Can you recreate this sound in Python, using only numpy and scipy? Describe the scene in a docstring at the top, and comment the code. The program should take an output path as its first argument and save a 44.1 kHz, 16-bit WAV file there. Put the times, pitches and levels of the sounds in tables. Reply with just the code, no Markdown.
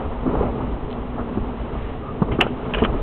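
"""A low, swelling rumble fills a moving train as its wheels roll on rough rail and the carriage booms.
The wheels thump over rail joints, the running gear knocks, and the hardest jolts make a loose
fitting clack and clatter. Behind this are the deep sway of the carriage, a rush of air, a faint
wheel squeal and a few ticks from the trim. The whole sound has lost its high treble."""
import sys
import numpy as np
from scipy.fft import rfft, irfft, next_fast_len
from scipy.io import wavfile
from scipy.ndimage import map_coordinates

SR = 44100
rng = np.random.default_rng(int(sys.argv[2]) if len(sys.argv) > 2 else 0)


def pcm_store(signal):
    """Save signal as 16-bit PCM."""
    levels = np.round(np.clip(np.atleast_2d(signal), -1, 1) * 32767)
    wavfile.write(sys.argv[1], SR, levels.astype(np.int16).T)


N = 133182


def amp(db):
    """Turn decibels into a number to multiply a sound by."""
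    return 10 ** (np.asarray(db) / 20)


def unit(x):
    """Scale a sound so that its average strength (rms) is 1."""
    return x / np.sqrt(np.mean(x ** 2) + 1e-20)


def curve(rows):
    """Join (time, value) points with straight lines, one value per sample."""
    return np.interp(np.arange(N) / SR, *np.transpose(rows))


def wobble(rate):
    """A smooth curve through `rate` random values a second."""
    points = rng.standard_normal(int(N * rate / SR) + 4)
    return map_coordinates(points, [np.arange(N) * rate / SR])


def filtered(x, response):
    """Turn each frequency of a sound up or down by response(frequency)."""
    size = next_fast_len(len(x) + 8192)
    return irfft(rfft(x, size) * response(np.fft.rfftfreq(size, 1 / SR)), size)[:len(x)]


def noise(colour, size):
    """Noise of strength 1 whose colour says how strong its low and high frequencies are."""
    freqs, db = np.transpose(colour)
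    white = rng.standard_normal(size)
    return unit(filtered(white, lambda hz: amp(np.interp(np.log(hz + 1), np.log(freqs + 1), db))))


def blow_shape(t, fade_s, rise_s):
    """A blow rises fast and dies away; its fade time is how long it takes to drop 60 dB."""
    return (1 - np.exp(-t / rise_s)) * amp(-60 * t / fade_s)


def burst(colour, shape, pitch=1):
    """A blow rings many tones at once, which sounds like a short puff of noise."""
    shifted_colour = np.array(colour) * [pitch, 1]
    puff = noise(shifted_colour, len(shape)) * shape
    return unit(puff) * np.sqrt(np.mean(shape ** 2))


# how loud the air is (time [s], level [dB])
AIR_LEVELS = [(.2, -48), (.6, -48), (1.1, -49), (1.74, -46.5), (1.83, -44), (2.03, -49), (2.56, -48),
              (2.7, -44), (3.0, -45.5)]
# the tone of the air (frequency [Hz], relative level [dB])
AIR_COLOUR = [(300, -27), (1200, 2), (2000, -0.5), (2400, -3.5), (2900, -2.5), (3300, -6.5), (3800, -12),
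              (4300, -29)]

def air():
    """Air rushes faintly along the carriage."""
    return amp(curve(AIR_LEVELS)) * noise(AIR_COLOUR, N)


# the squeal's tone (pitch [Hz], width [Hz], level [dB])
SQUEAL_TONE = (1213, 91, -36.5)

def squeal(peak_s=2.075, width_s=.045):
    """The lip of a wheel brushes the rail: a rough tone that comes and goes."""
    pitch, width_hz, db = SQUEAL_TONE
    tone = unit(filtered(rng.standard_normal(N), lambda hz: np.exp(-((hz - pitch) / width_hz) ** 2)))
    swell = np.exp(-((np.arange(N) / SR - peak_s) / width_s) ** 2)
    return amp(db) * swell * tone


# small, dry ticks of the trim (time [s], level [dB])
TRIM_TICKS = [(0.9046, -30.5), (0.9126, -27), (0.929, -25)]

def ticks(pitch_hz=3130, fade_s=0.0032):
    """The trim snaps, making tiny clicks that die almost at once."""
    track, t = np.zeros(N), np.arange(SR // 8) / SR
    for start, db in TRIM_TICKS:
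        add(track, start, amp(db - 60 * t / fade_s) * np.sin(2 * np.pi * pitch_hz * t))
    return track


def add(track, start, sound):
    """Mix a sound into the track, `start` seconds in."""
    part = track[round(start * SR):][:len(sound)]
    part += sound[:len(part)]


# how loud the sway is (time [s], level [dB])
SWAY_LEVELS = [(0, -38), (.07, -25), (.15, -26.5), (.48, -27), (.58, -30), (1.32, -32.5), (1.4, -26),
               (1.72, -33), (1.82, -26.5), (2.08, -36), (2.35, -27), (2.55, -33.5), (2.9, -23.5)]
# the tone of the sway (frequency [Hz], relative level [dB])
SWAY_COLOUR = [(10, -8), (33, -5.5), (44, -5), (56, 0.5), (75, -9.5), (120, -24), (300, -66)]

def sway():
    """The carriage rocks on its springs with a very deep rumble."""
    return amp(curve(SWAY_LEVELS)) * noise(SWAY_COLOUR, N)


# the carriage's own notes (pitch [Hz], width [Hz], relative level [dB])
CARRIAGE_NOTES = [(242, 21, 2.5), (425.5, 23, -3.5), (481, 8.3, -7.5), (730, 16, -16.5)]

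def carriage_boom(shaking):
    """The carriage booms where the shaking matches one of its own notes."""
    def response(hz):
        return sum(amp(db) * 1j * hz * width / (pitch ** 2 - hz ** 2 + 1j * hz * width)
                   for pitch, width, db in CARRIAGE_NOTES)
    return filtered(shaking, response)


# how loud the wheels' low rumble and brighter roar are (time [s], level [dB])
RUMBLE_LEVELS = [(0, -28.5), (.06, -30), (.15, -37.5), (.26, -24), (.35, -22), (.43, -22), (.5, -26),
                 (.57, -25.5), (.7, -29), (1.15, -30), (1.22, -28), (1.45, -28.5), (1.56, -30.5),
                 (2.05, -31), (2.45, -28), (2.68, -31.5), (2.98, -25)]
ROAR_LEVELS = [(0, -29), (.06, -32), (.14, -35), (.32, -26.5), (.47, -25), (.51, -34.5), (.6, -31.5),
               (.68, -35), (1.77, -36), (2.17, -37.5), (2.34, -34.5), (2.62, -36.5), (3.0, -30.5)]
# the tone of each (frequency [Hz], relative level [dB])
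RUMBLE_COLOUR = [(50, -31), (85, -1.5), (135, 2.5), (190, -4), (300, -4), (400, -2.5), (580, -17),
                 (800, -32.5), (1300, -26.5), (3000, -48)]
ROAR_COLOUR = [(200, -24.5), (450, 5), (750, 3.5), (1000, 1), (1280, -3), (1550, -16.5), (2100, -21),
               (3000, -26), (4000, -52.5)]

def rolling(boom_db=-0.5, rumble_rough_db=0.23, roar_rough_db=1.2, flutter_db=1.68):
    """Rough rail shakes the wheels, so they rumble and roar and the carriage booms."""
    boom = amp(boom_db) * unit(carriage_boom(noise(RUMBLE_COLOUR, N)))
    rumble = noise(RUMBLE_COLOUR, N) * amp(rumble_rough_db * wobble(70))
    roar = noise(ROAR_COLOUR, N) * amp(roar_rough_db * wobble(90))
    flutter = amp(flutter_db * wobble(16))
    return flutter * (amp(curve(RUMBLE_LEVELS)) * unit(rumble + boom) + amp(curve(ROAR_LEVELS)) * roar)


# knocks under the floor (time [s], level [dB], fade time [s], pitch [ratio])
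GEAR_KNOCKS = [(.046, -22.5, 0.033, 0.82), (1.178, -20, 0.15, 0.96), (2.2225, -15, 0.056, 0.81),
               (2.316, -24, 0.053, 1.7), (2.386, -18.5, 0.078, 0.94), (2.415, -13.5, .12, 1.006),
               (2.4645, -13, 0.039, 1.024), (2.7375, -23.5, .08, 1.15), (2.771, -17.5, 0.055, 0.91),
               (2.779, -18, 0.062, 1.23), (2.82, -16, 0.13, 0.85), (2.849, -15, 0.077, .97)]
# the tone of a knock (frequency [Hz], relative level [dB])
KNOCK_COLOUR = [(80, -27), (250, -5), (430, 9), (620, -1.5), (800, 3.5), (1000, -9), (1300, 2),
                (1650, -13.5), (2500, -35), (4400, -44.5)]

def knocks(rise_share=0.035):
    """The running gear under the floor knocks lightly; longer knocks start more softly."""
    track, t = np.zeros(N), np.arange(SR // 4) / SR
    for start, db, fade_s, pitch in GEAR_KNOCKS:
        shape = blow_shape(t, fade_s, rise_share * fade_s)
        add(track, start, amp(db) * burst(KNOCK_COLOUR, shape, pitch))
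    return track


# when the fitting chatters (time [s], length [s], level [dB])
CHATTER_SPELLS = [(2.758, .075, -32)]

def chatter_hits(hits_per_s=290, scatter_db=4.5, fade_s=0.019):
    """List the tiny, uneven hits of the loose fitting as it chatters on after a jolt."""
    hits = []
    for start, length, db in CHATTER_SPELLS:
        delays = (np.arange(40) + rng.random(40)) / hits_per_s
        levels = db + scatter_db * rng.standard_normal(40)
        hits += [(start + delay, level, fade_s) for delay, level in zip(delays, levels) if delay < length]
    return hits


# hits of the loose fitting (time [s], level [dB], fade time of the crack [s])
FITTING_CLACKS = [(2.317, -33.5, 0.18), (2.405, -19, 0.032), (2.4092, -6, .022), (2.4115, -7.5, 0.03),
                  (2.417, -23, 0.11), (2.466, -38.5, 0.16), (2.7368, -17, 0.028), (2.746, -16.5, 0.044),
                  (2.78, -27, 0.052), (2.838, -22, 0.052), (2.8482, -15, 0.04)]
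# the notes it rings with (pitch [Hz], relative level [dB])
FITTING_NOTES = [(760, 1.5), (1200, -9), (1460, -9.5), (1812, -3), (2160, -8.5), (2447, 1.5), (2965, -3)]
# the tone of a crack, before a slight drop in pitch (frequency [Hz], relative level [dB])
CRACK_COLOUR = [(200, -24), (750, -4), (1450, -4.5), (2100, -7.5), (2450, -5), (2950, 1), (3330, -8),
                (3650, -21.5), (4300, -33)]

def clatter(ring_db=-13.5, ring_fade_s=.06, rise_s=.0005):
    """Each hit of the loose fitting makes a sharp crack and a short ring."""
    track, t = np.zeros(N), np.arange(SR // 8) / SR
    notes = np.array([amp(db) * np.exp(2j * np.pi * hz * t) for hz, db in FITTING_NOTES])
    for start, db, fade_s in list(FITTING_CLACKS) + chatter_hits():
        phases = np.exp(2j * np.pi * rng.random(len(notes)))  # each note starts anywhere in its wave
        ring = (phases @ notes).real * blow_shape(t, ring_fade_s, rise_s)
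        crack = burst(CRACK_COLOUR, blow_shape(t, fade_s, rise_s), pitch=0.98)
        add(track, start, amp(db) * (amp(ring_db) * ring + crack))
    return track


# wheels hitting rail joints (time [s], level [dB], fade time [s], pitch of the shudder [Hz])
JOINT_THUMPS = [(0.051, -15.5, 0.092, 71), (.259, -8, 0.12, 255.5), (.334, -10, 0.11, 245.5),
                (.409, -6, 0.041, 458), (1.371, -9.5, 0.07, 213.5), (2.218, -3.5, 0.059, 192),
                (2.316, -14.5, 0.2, 119), (2.389, -6, 0.061, 340), (2.817, -5, 0.099, 231.3),
                (2.938, -18.5, 0.088, 378)]
# the tone of the thud (frequency [Hz], relative level [dB])
THUD_COLOUR = [(30, -11), (125, -4.5), (250, -2), (420, -5), (600, -20), (1250, -24), (1600, -38),
               (4400, -68)]

def thumps(shudder_db=-1, thud_db=-4, rise_share=0.047):
    """Each rail joint gives a dull thud and makes the floor shudder briefly."""
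    track, t = np.zeros(N), np.arange(SR // 4) / SR
    for start, db, fade_s, hz in JOINT_THUMPS:
        shape = blow_shape(t, fade_s, rise_share * fade_s)
        shudder = amp(shudder_db) * shape * np.sin(2 * np.pi * hz * t)
        thud = amp(thud_db) * burst(THUD_COLOUR, shape)
        add(track, start, amp(db) * (shudder + thud))
    return track


def scene():
    """Everything together, as heard from a window seat."""
    return (thumps() + knocks() + sway() + air() + rolling() + squeal() + clatter() + ticks())[None]


def record(dry):
    """The sound loses its high treble, and the hardest clack clips with a faint click."""
    treble_limit_hz, clip_level, top_hz = 4400, .72, 16000
    dull = filtered(dry[0], lambda hz: np.clip((treble_limit_hz - hz) / 300, 0, 1))
    clipped = np.clip(dull, -clip_level, clip_level)
    return filtered(clipped, lambda hz: hz < top_hz)[None]


dry = scene()
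out = record(dry)
pcm_store(out)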